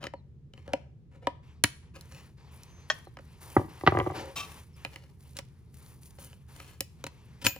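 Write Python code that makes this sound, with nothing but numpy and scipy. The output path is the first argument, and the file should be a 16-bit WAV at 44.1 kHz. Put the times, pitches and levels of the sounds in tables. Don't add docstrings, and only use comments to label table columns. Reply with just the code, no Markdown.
import sys
import numpy as np
from scipy import signal
from scipy.fft import rfft, irfft, next_fast_len
from scipy.io import wavfile
from scipy.ndimage import uniform_filter1d

SR = 44100
rng = np.random.default_rng(int(sys.argv[2]) if len(sys.argv) > 2 else 0)


def dump_mix(stems):
    frames = np.atleast_2d(stems).T
    limited = np.clip(frames, -1, 1)
    pcm = np.round(limited * 32767).astype(np.int16)
    wavfile.write(sys.argv[1], SR, pcm)


N = 334719
T = np.arange(N) / SR
AGE = T[:SR // 3]
TOP_HZ = 16400

RANGE_EDGES_HZ = (50, 250, 1300, 4000, 11500, 16500)
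RANGE_CENTRES_HZ = np.sqrt(np.array(RANGE_EDGES_HZ[:-1]) * np.array(RANGE_EDGES_HZ[1:]))
STEEL_PIVOT_HZ, TIMBER_PIVOT_HZ = 2260, 560

# pitch_hz, level_db (per Hz)
RUMBLE_SPECTRUM = [(20, -24), (35, -13.5), (55, -9.5), (76, 4), (101, -5.5), (130, 1), (168, -7),
                   (210, -14), (241, -15), (285, -24), (319, -21), (440, -23), (560, -37), (1500, -54),
                   (6000, -73)]
RUMBLE_DB = -52

# hardest_s, rise_s, fall_s, strength_db, brightness_db_per_octave
SCRAPE_STROKES = [(0.045, 0.045, 0.043, -44.5, -2.5), (0.58, 0.048, .3, -58, -1.5),
                  (0.69, 0.027, 0.12, -54.5, -5.5), (1.14, 0.034, 0.066, -61, -3),
                  (1.23, 0.018, 0.1, -57.5, -4.5), (1.965, 0.029, 0.03, -49.5, -0.7),
                  (2.179, 0.1, 0.093, -50, 1.6), (4.191, 0.06, 0.12, -42.5, -5.5),
                  (4.945, 0.051, 0.15, -52.5, 0.5), (5.382, .04, 0.045, -48.5, -0.7),
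                  (6.2, 0.026, 0.14, -53, 0), (6.6, 0.082, 0.24, -49, 1), (7.429, 0.019, 0.014, -46.5, 1),
                  (7.462, 0.021, 0.031, -26, 1.9)]
# thump_db, body_db, clank_db, tick_db, sizzle_db
SCRAPE_BALANCE = (-5, 0.5, 0, -4, -14.5)
# pitch_hz, level_db, t60_s (time to fall 60 dB)
JOINT_TONES = [(110, -12, .06), (225, -9, .04), (295, -5, .05), (400, -10, .03), (545, 0, .045),
               (770, -4, .03), (960, -6, .048), (1290, -6, .025), (1710, -3, .025), (2050, -6, .02),
               (2420, -3, .022), (2780, -5, .025), (3000, -1, .03), (4110, -2, .018), (4500, -5, .018),
               (5400, -3, .016), (5780, -4, .016), (6770, -3, .015), (7380, -2, .012), (9840, 4, .01),
               (10400, 4, .01), (13500, -9, .03)]

# start_s, strength_db, brightness_db_per_octave, favoured_hz, crack_t60_s
BLADE_TAPS = [(0.0295, -53, -3.5, 3000, .012), (0.04, -45.5, -1.5, 3400, .011),
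              (0.068, -44, -3, 3180, 0.016), (0.137, -52, -7, 914, .006), (0.5359, -60, -2, 2970, .016),
              (0.577, -62.5, -4, 2900, .008), (0.678, -54.5, -3.5, 551, .009),
              (0.734, -39, -2.7, 2850, 0.011), (0.735, -35.5, -4.5, 492, 0.0059),
              (1.2705, -33.5, -5, 956, 0.0084), (1.6381, -23.5, 1, 9800, 0.0078),
              (1.6401, -26.5, -0.6, 3550, 0.024), (2.01, -64.5, 7, 4130, .004),
              (2.122, -58.5, -2, 5800, 0.0036), (2.634, -67.5, 6.5, 5800, .008),
              (3.17, -53.5, -3.5, 1300, .01), (3.188, -56, -4.5, 1300, 0.044),
              (3.988, -48.5, -1.5, 4400, 0.0035), (4.8488, -40.5, -2, 2510, 0.013),
              (4.86, -56.5, -3.5, 2400, 0.0085), (4.9596, -50, -.5, 2050, 0.0071),
              (5.368, -49.5, 3.5, 3990, 0.042), (5.388, -46.5, 2.5, 3870, 0.02),
              (5.389, -52, -2.5, 533, 0.015), (6.186, -59, -2.5, 680, 0.015), (6.33, -62, -1.5, 3000, .012),
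              (6.601, -51.5, -0.5, 1288, 0.0096), (6.8062, -35.5, 3, 14800, 0.014),
              (6.808, -54, -4.5, 545, 0.0094), (7.0404, -41, .2, 685, 0.0078),
              (7.066, -43, 0.6, 925, 0.029), (7.4658, -26, 2, 2320, 0.018), (7.562, -51.5, -1, 706, 0.0055)]
# thump_db, body_db, clank_db, tick_db, sizzle_db
TAP_BALANCE = (-7.5, -3, -0.5, -2, -13.5)
# time_s, left_minus_right_db
BLADE_POSITION = [(0, 2.5), (1.3, 2), (2.1, -0.5), (4.4, -2), (7.5, 1.7)]

# start_s, length_s, first_hz, last_hz, level_db
SQUEAK_GLIDES = [(0.137, 0.082, 4500, 3900, -77), (2.647, 0.25, 6250, 6200, -70),
                 (3.04, 0.057, 4500, 3830, -72.5), (4.731, 0.036, 5350, 4990, -71)]

# start_s, length_s (until release), cloth_db, fibre_above_cloth_db
GLOVE_RUBS = [(1.419, 0.12, -65.5, -17), (1.817, 0.06, -67.5, -33.5), (1.948, .31, -62.5, -6.5),
              (2.366, 0.66, -63, -17.5), (2.51, 0.14, -62.5, -0.5), (2.875, 0.11, -58.5, -3),
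              (3.195, 0.21, -64, -8), (3.402, 0.19, -54.5, 2), (3.68, 0.65, -57, -6),
              (4.142, 0.06, -43, -15), (4.402, 0.18, -54.5, -1.5), (4.753, 0.19, -60.5, -9),
              (5.189, .16, -66, -1), (5.73, .19, -64, 2.5), (6.008, 0.078, -68, 9.5),
              (6.091, 0.25, -67.5, -4), (6.186, 0.046, -61.5, 9.5), (6.474, 0.23, -62, 1),
              (6.981, 0.44, -65.5, -15.5)]
RUB_ATTACK_S, RUB_RELEASE_T60_S = 0.016, .34
GRIP_S, GRIP_CLOTH_DB, GRIP_FIBRE_DB = 2.5, -74, -77
# pitch_hz, level_db (per Hz)
CLOTH_SPECTRUM = [(200, -2.5), (450, 5.5), (650, -1.5), (950, 5.5), (1500, -2.5), (2250, 0), (3000, -4),
                  (5000, -8), (6700, -11.5), (8500, -19), (12000, -38)]
# pitch_hz, level_db (per Hz)
FIBRE_SPECTRUM = [(3000, -13.5), (6500, -6), (8400, -7), (10200, 2.5), (11200, -3.5), (12200, -11),
                  (13400, 1.5), (14600, -6), (15300, -6.5), (16000, -24)]
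PATCH_LIMITS_HZ = (500, 1200, 2200, 3600, 5500, 8000)
PATCH_DB = 1.8

# pitch_hz, level_db, t60_s
TOOL_TONES = [(608, -6, .055), (810, -9, .04), (1098, -5, .05), (1230, -7, .035), (1550, 2, .03),
              (1771, -1, .048), (1880, 1, .05), (2562, -11, .05), (3230, 0, .05), (3348, -9, .05),
              (4172, -8, .05), (5749, -4, .045)]
# thump_db, body_db, clank_db, tick_db, sizzle_db
TOOL_BALANCE = (-35, -7.5, -0.5, -10, -65)
TOOL_S, TOOL_DB, TOOL_CRACK_T60_S = 2.9001, -21, 0.07

# start_s, strength_db, brightness_db_per_octave, crack_t60_s
SHAFT_KNOCKS = [(3.07, -47.5, -8.5, .01), (3.5646, -14, -5.5, 0.047), (3.594, -29.5, -11, .026),
                (3.613, -38.5, -16, 0.039), (3.81, -47.5, -1, 0.0065), (3.835, -30.5, -12.5, .02),
                (3.8642, -25, -1, 0.14), (3.874, -13, -2, 0.014), (3.921, -25, -5.5, 0.044),
                (3.949, -25.5, -7.5, 0.013), (3.9709, -23.5, -4.2, 0.01), (3.9869, -24.5, -7, 0.013),
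                (4.0002, -26.5, -3, 0.0068), (4.01, -29.5, -6.5, 0.015), (4.0618, -29.5, -8, .02),
                (4.07, -29.5, -9, .02), (4.1, -34.5, -6, 0.05), (4.117, -38, -7.5, .028)]
# thump_db, body_db, clank_db, tick_db, sizzle_db
KNOCK_BALANCE = (-6.5, 0.5, 0, -12, -21.5)
# pitch_hz, level_db, t60_s
SHAFT_TONES = [(100, 0, .07), (138, -2, .07), (325, -2, .05), (365, 0, .055), (470, -7, .03),
               (560, -5, .035), (781, 3, .035), (960, 0, .025), (1180, 4, .03), (1590, -4, .025),
               (1990, 1, .028), (2360, -10, .03), (2760, -9, .03), (3240, -10, .03), (3900, -12, .025)]
KNOCK_HARD_HZ, KNOCK_SOFT_HZ, KNOCK_DOUBLING_DB_PER_OCTAVE = 7800, 1930, 2.7
# hardest_s, rise_s, fall_s, strength_db, brightness_db_per_octave
SHAFT_ROLLS = [(3.58, .01, 0.11, -28.5, -8.5), (3.98, .1, .22, -25, -7)]
# thump_db, body_db, clank_db, tick_db, sizzle_db
ROLL_BALANCE = (0.5, 0, -0.5, -3.5, -5.5)

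# hardest_s, rise_s, fall_s, strength_db, brightness_db_per_octave
YOKE_SWING = [(4.361, .005, 0.092, -30, -0.5)]
# thump_db, body_db, clank_db, tick_db, sizzle_db
YOKE_BALANCE = (-16, -4.5, -0.5, -3.5, -13)
# pitch_hz, level_db, t60_s
YOKE_TONES = [(640, -13.5, 0.052), (1157, -2, 0.11), (1285, -9, .08), (2374, -2, 0.043), (2670, 4, 0.03),
              (3100, 3, 0.026), (3600, 5.5, 0.016), (5070, -1, 0.035), (5260, -5, 0.025),
              (6220, -3.5, 0.042), (7500, -6, 0.041), (10400, -3, .02), (14340, -1, .02)]

# pitch_hz, level_db, t60_s
CIRCLIP_TONES = [(2078, -53, .14), (2494, -37, .32), (4274, -45, .085), (6890, -26, .14), (7596, -49, .27),
                 (14314, -29, .23), (14659, -32, .21)]
CIRCLIP_S = 7.4655

# pitch_hz, width_hz, share_removed (0 to 1)
MICROPHONE_DIPS = [(8260, 700, 0.4), (12250, 1500, .95)]


def undb(db):
    return 10 ** (np.asarray(db) / 20)


def unit(x):
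    return x / np.sqrt(np.mean(x ** 2))


def fade(t, t60):
    return np.exp(-np.log(1000) * t / t60)


def band(x, lo, hi, order=4):
    sos = signal.butter(order, (lo, min(hi, SR / 2 - 1)), "band", fs=SR, output="sos")
    return signal.sosfilt(sos, x)


def shape(x, points):
    hz, db = np.transpose(points)
    f = np.maximum(np.fft.rfftfreq(N, 1 / SR), 1)
    gain = undb(np.interp(np.log(f), np.log(hz), db))
    return unit(irfft(rfft(x) * gain, N))


def walk(rate):
    count = int(SR / rate)
    steps = np.repeat(rng.standard_normal(N // count + 1), count)
    return unit(uniform_filter1d(steps, count)[:N])


def add(out, s, x):
    i = max(int(s * SR), 0)
    out[:, i:i + x.shape[1]] += x[:, :N - i]


def ring(tones, detune=0.0043):
    total = 0
    for hz, db, t60 in tones:
        sign = rng.choice([-1, 1])
        actual_hz = hz * (1 + detune * rng.standard_normal())
        total = total + sign * undb(db) * fade(AGE, t60) * np.sin(2 * np.pi * actual_hz * AGE)
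    return total


def colour(x, levels_db):
    size = 2 * len(x)
    f = np.maximum(np.fft.rfftfreq(size, 1 / SR), 1)
    spectrum = rfft(band(x, 70, 15600, order=3), size)
    first = np.searchsorted(f, RANGE_EDGES_HZ)
    knots_db = np.zeros(len(RANGE_CENTRES_HZ))
    for _ in range(6):
        gain = undb(np.interp(np.log(f), np.log(RANGE_CENTRES_HZ), knots_db))
        power = np.abs(spectrum * gain) ** 2
        energy = np.add.reduceat(power, first)[:-1] / len(x) / (SR / 100)
        knots_db = knots_db + levels_db - 10 * np.log10(energy)
        knots_db = np.maximum(knots_db, np.convolve(knots_db, [.5, 0, .5], "same") - 60)
    cepstrum = irfft(np.log(gain))
    folded = np.r_[cepstrum[0], 2 * cepstrum[1:len(x)]]
    return irfft(spectrum * np.exp(rfft(folded, size)))[:len(x)]


def disperse(x, lag_s=.001, at_hz=1000):
    size = 2 * len(x)
    f = np.fft.rfftfreq(size, 1 / SR)
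    cycles = lag_s * np.sqrt(at_hz) * (2 * np.sqrt(f) - f / np.sqrt(TOP_HZ))
    return irfft(rfft(x, size) * np.exp(-2j * np.pi * cycles))[:len(x)]


def ports(x, left_db, spread=1.0, corner_hz=600):
    size = next_fast_len(len(x) + SR // 10)
    f = np.fft.rfftfreq(size, 1 / SR)
    knots = np.linspace(0, SR / 2, num=40)
    random_turn = rng.choice([-1, 1]) * rng.uniform(.35, .95, len(knots))
    treble = f ** 2 / (f ** 2 + corner_hz ** 2)
    turn = spread * treble * np.interp(f, knots, random_turn)
    spectrum = rfft(x, size)
    heard = []
    for side in (1, -1):
        turned = irfft(spectrum * np.exp(1j * side * turn), size)[:len(x)]
        heard.append(undb(side * left_db / 2) * turned)
    return np.array(heard)


def voiced(balance_db, strength_db, brightness, pivot_hz):
    octaves = np.log2(RANGE_CENTRES_HZ / pivot_hz)
    return strength_db + np.array(balance_db) + brightness * np.r_[0, octaves[1:]]


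def blow(tones, crack_t60, crack_db, levels_db):
    noise = band(rng.standard_normal(len(AGE)), 700, TOP_HZ, order=1)
    crack = noise * fade(AGE, crack_t60)
    return disperse(colour(ring(tones) + undb(crack_db) * crack, levels_db))


def drag(out, strokes, tones, balance_db, pivot_hz, grit_db, hiss_db, judder_db=3):
    for hardest, rise, fall, strength_db, brightness in strokes:
        swell = np.minimum(AGE / rise, 1)
        die_away = undb(-18 * np.maximum(AGE - rise, 0) / fall)
        close = np.minimum(10 * (1 - AGE / AGE[-1]), 1)
        judder = judder_db * walk(120)[:len(AGE)]
        grit = grit_db * np.minimum(rng.exponential(size=len(AGE)), 4)
        grains = swell * die_away * close * undb(judder + grit) * rng.standard_normal(len(AGE))
        rung = signal.fftconvolve(grains, ring(tones))[:len(AGE)]
        levels = voiced(balance_db, strength_db, brightness, pivot_hz)
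        rubbed = colour(unit(rung) + undb(hiss_db) * unit(grains), levels)
        add(out, hardest - rise, ports(rubbed, left_db=2.5))


def rumble(air_db=-83):
    mid = shape(rng.standard_normal(N), RUMBLE_SPECTRUM) * undb(RUMBLE_DB + 0.42 * walk(2.6))
    side = shape(rng.standard_normal(N), RUMBLE_SPECTRUM) * undb(RUMBLE_DB - 11)
    air = undb(air_db) * unit(band(rng.standard_normal((2, N)), 300, 2500, order=1))
    return np.array([mid + side, mid - side]) + air


def scrapes(out):
    drag(out, SCRAPE_STROKES, JOINT_TONES, SCRAPE_BALANCE, STEEL_PIVOT_HZ, grit_db=7, hiss_db=4.0)


def surroundings(x, early_db=-18, early_t60=0.13, late_db=-24, late_t60=.42):
    t = T[:SR // 2]
    onset = np.clip(t / 0.0046 - 1, 0, 1)
    early, late = rng.standard_normal((2, 2, len(t))) * onset
    early = early * fade(t, early_t60)
    late = band(late, 400, 8000, order=1) * fade(t, late_t60)
    echo = (undb(early_db) * unit(early) + undb(late_db) * unit(late)) / np.sqrt(len(t))
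    return signal.fftconvolve(x, echo, axes=1)[:, :N]


def blade(out, favour_db=10, favour_octaves=0.086, swell_db=7, swell_octaves=1.05):
    for s, strength_db, brightness, favoured_hz, crack_t60 in BLADE_TAPS:
        def near(hz, octaves):
            return np.exp(-(np.log2(hz / favoured_hz) / octaves) ** 2)

        tones = [(hz, db + favour_db * near(hz, favour_octaves), t60) for hz, db, t60 in JOINT_TONES]
        levels = voiced(TAP_BALANCE, strength_db, brightness, STEEL_PIVOT_HZ)
        levels = levels + swell_db * near(RANGE_CENTRES_HZ, swell_octaves)
        left_db = np.interp(s, *np.transpose(BLADE_POSITION))
        tap = blow(tones, crack_t60, crack_db=16.5, levels_db=levels)
        add(out, s, ports(tap, left_db))


def squeaks(out, waver=0.024):
    for s, length, first_hz, last_hz, db in SQUEAK_GLIDES:
        t = np.linspace(0, 1, int(length * SR))
        glide_hz = np.interp(t, [0, 1], [first_hz, last_hz])
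        hz = glide_hz * (1 + waver * walk(900)[:len(t)])
        whistle = np.sin(np.pi * t) * np.sin(2 * np.pi * np.cumsum(hz) / SR)
        add(out, s, ports(undb(db) * unit(whistle), left_db=1))


def stroke(start, length):
    attack = np.clip((T - start) / RUB_ATTACK_S, 0, 1)
    return attack * fade(np.clip(T - start - length, 0, 1), RUB_RELEASE_T60_S)


def restless(x, wander_db):
    total = x
    for lo, hi in zip(PATCH_LIMITS_HZ, PATCH_LIMITS_HZ[1:]):
        total = total + band(x, lo, hi, order=2) * (undb(wander_db * walk(22)) - 1)
    return unit(total)


def glove(fibre_db=-2.0, grain_db=3.5):
    rubs = [(stroke(start, length), db, db + hiss_db) for start, length, db, hiss_db in GLOVE_RUBS]
    rubs.append((stroke(GRIP_S, T[-1]), GRIP_CLOTH_DB, GRIP_FIBRE_DB))
    cloth_gain = np.sqrt(sum((force * undb(db)) ** 2 for force, db, _ in rubs))
    fibre_gain = np.sqrt(sum((force * undb(db)) ** 2 for force, _, db in rubs))

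    rush = restless(shape(rng.standard_normal(N), CLOTH_SPECTRUM), PATCH_DB)
    cloth = rush * cloth_gain * undb(1.4 * walk(25))

    snags = rng.standard_normal(N) * undb(grain_db * np.minimum(rng.exponential(size=N), 7))
    flutter_db = 1.8 * walk(110) + 1.1 * walk(24)
    fibres = shape(snags, FIBRE_SPECTRUM) * fibre_gain * undb(fibre_db + flutter_db)

    grain_sizes = undb(9 + 3 * np.clip(rng.standard_normal(N), -2, 2))
    grains = (rng.random(N) < 12 / SR) * grain_sizes
    grain_noise = unit(band(rng.standard_normal(N), 1800, 13000, order=2))
    grit = signal.fftconvolve(grains, fade(AGE, .012))[:N] * grain_noise
    return ports(cloth + fibres + grit * fibre_gain, left_db=2.0)


def tool(out):
    levels = TOOL_DB + np.array(TOOL_BALANCE)
    clink = blow(TOOL_TONES, TOOL_CRACK_T60_S, crack_db=-0.5, levels_db=levels)
    add(out, TOOL_S, ports(clink, left_db=1.5))


def shaft(out):
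    for s, strength_db, brightness, crack_t60 in SHAFT_KNOCKS:
        levels = voiced(KNOCK_BALANCE, strength_db, brightness, TIMBER_PIVOT_HZ)
        knock = blow(SHAFT_TONES, crack_t60, crack_db=11.5, levels_db=levels)
        contact_hz = KNOCK_HARD_HZ * 2 ** (brightness / KNOCK_DOUBLING_DB_PER_OCTAVE)
        contact_hz = max(contact_hz, KNOCK_SOFT_HZ)
        add(out, s, ports(band(knock, 60, contact_hz, order=5), left_db=-0.1))


def rolls(out):
    drag(out, SHAFT_ROLLS, SHAFT_TONES, ROLL_BALANCE, TIMBER_PIVOT_HZ, grit_db=1.5, hiss_db=0)


def yoke(out):
    drag(out, YOKE_SWING, YOKE_TONES, YOKE_BALANCE, STEEL_PIVOT_HZ, grit_db=3.5, hiss_db=3, judder_db=4.0)


def circlip(out):
    add(out, CIRCLIP_S, ports(ring(CIRCLIP_TONES, detune=0), left_db=1.5, spread=.7))


def scene(shaft_room_db=-4):
    steel, timber = np.zeros((2, 2, N))
    scrapes(steel)
    blade(steel)
    squeaks(steel)
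    tool(steel)
    shaft(timber)
    rolls(timber)
    yoke(steel)
    circlip(steel)
    echoes = surroundings(steel + undb(shaft_room_db) * timber)
    return steel + timber + echoes + glove() + rumble()


def record(dry):
    for hz, width_hz, share in MICROPHONE_DIPS:
        peak = signal.lfilter(*signal.iirpeak(hz, hz / width_hz, fs=SR), dry)
        dry = dry - share * peak
    return signal.sosfilt(signal.ellip(8, .2, 70, TOP_HZ, fs=SR, output="sos"), dry)


dry = scene()
out = record(dry)
dump_mix(out)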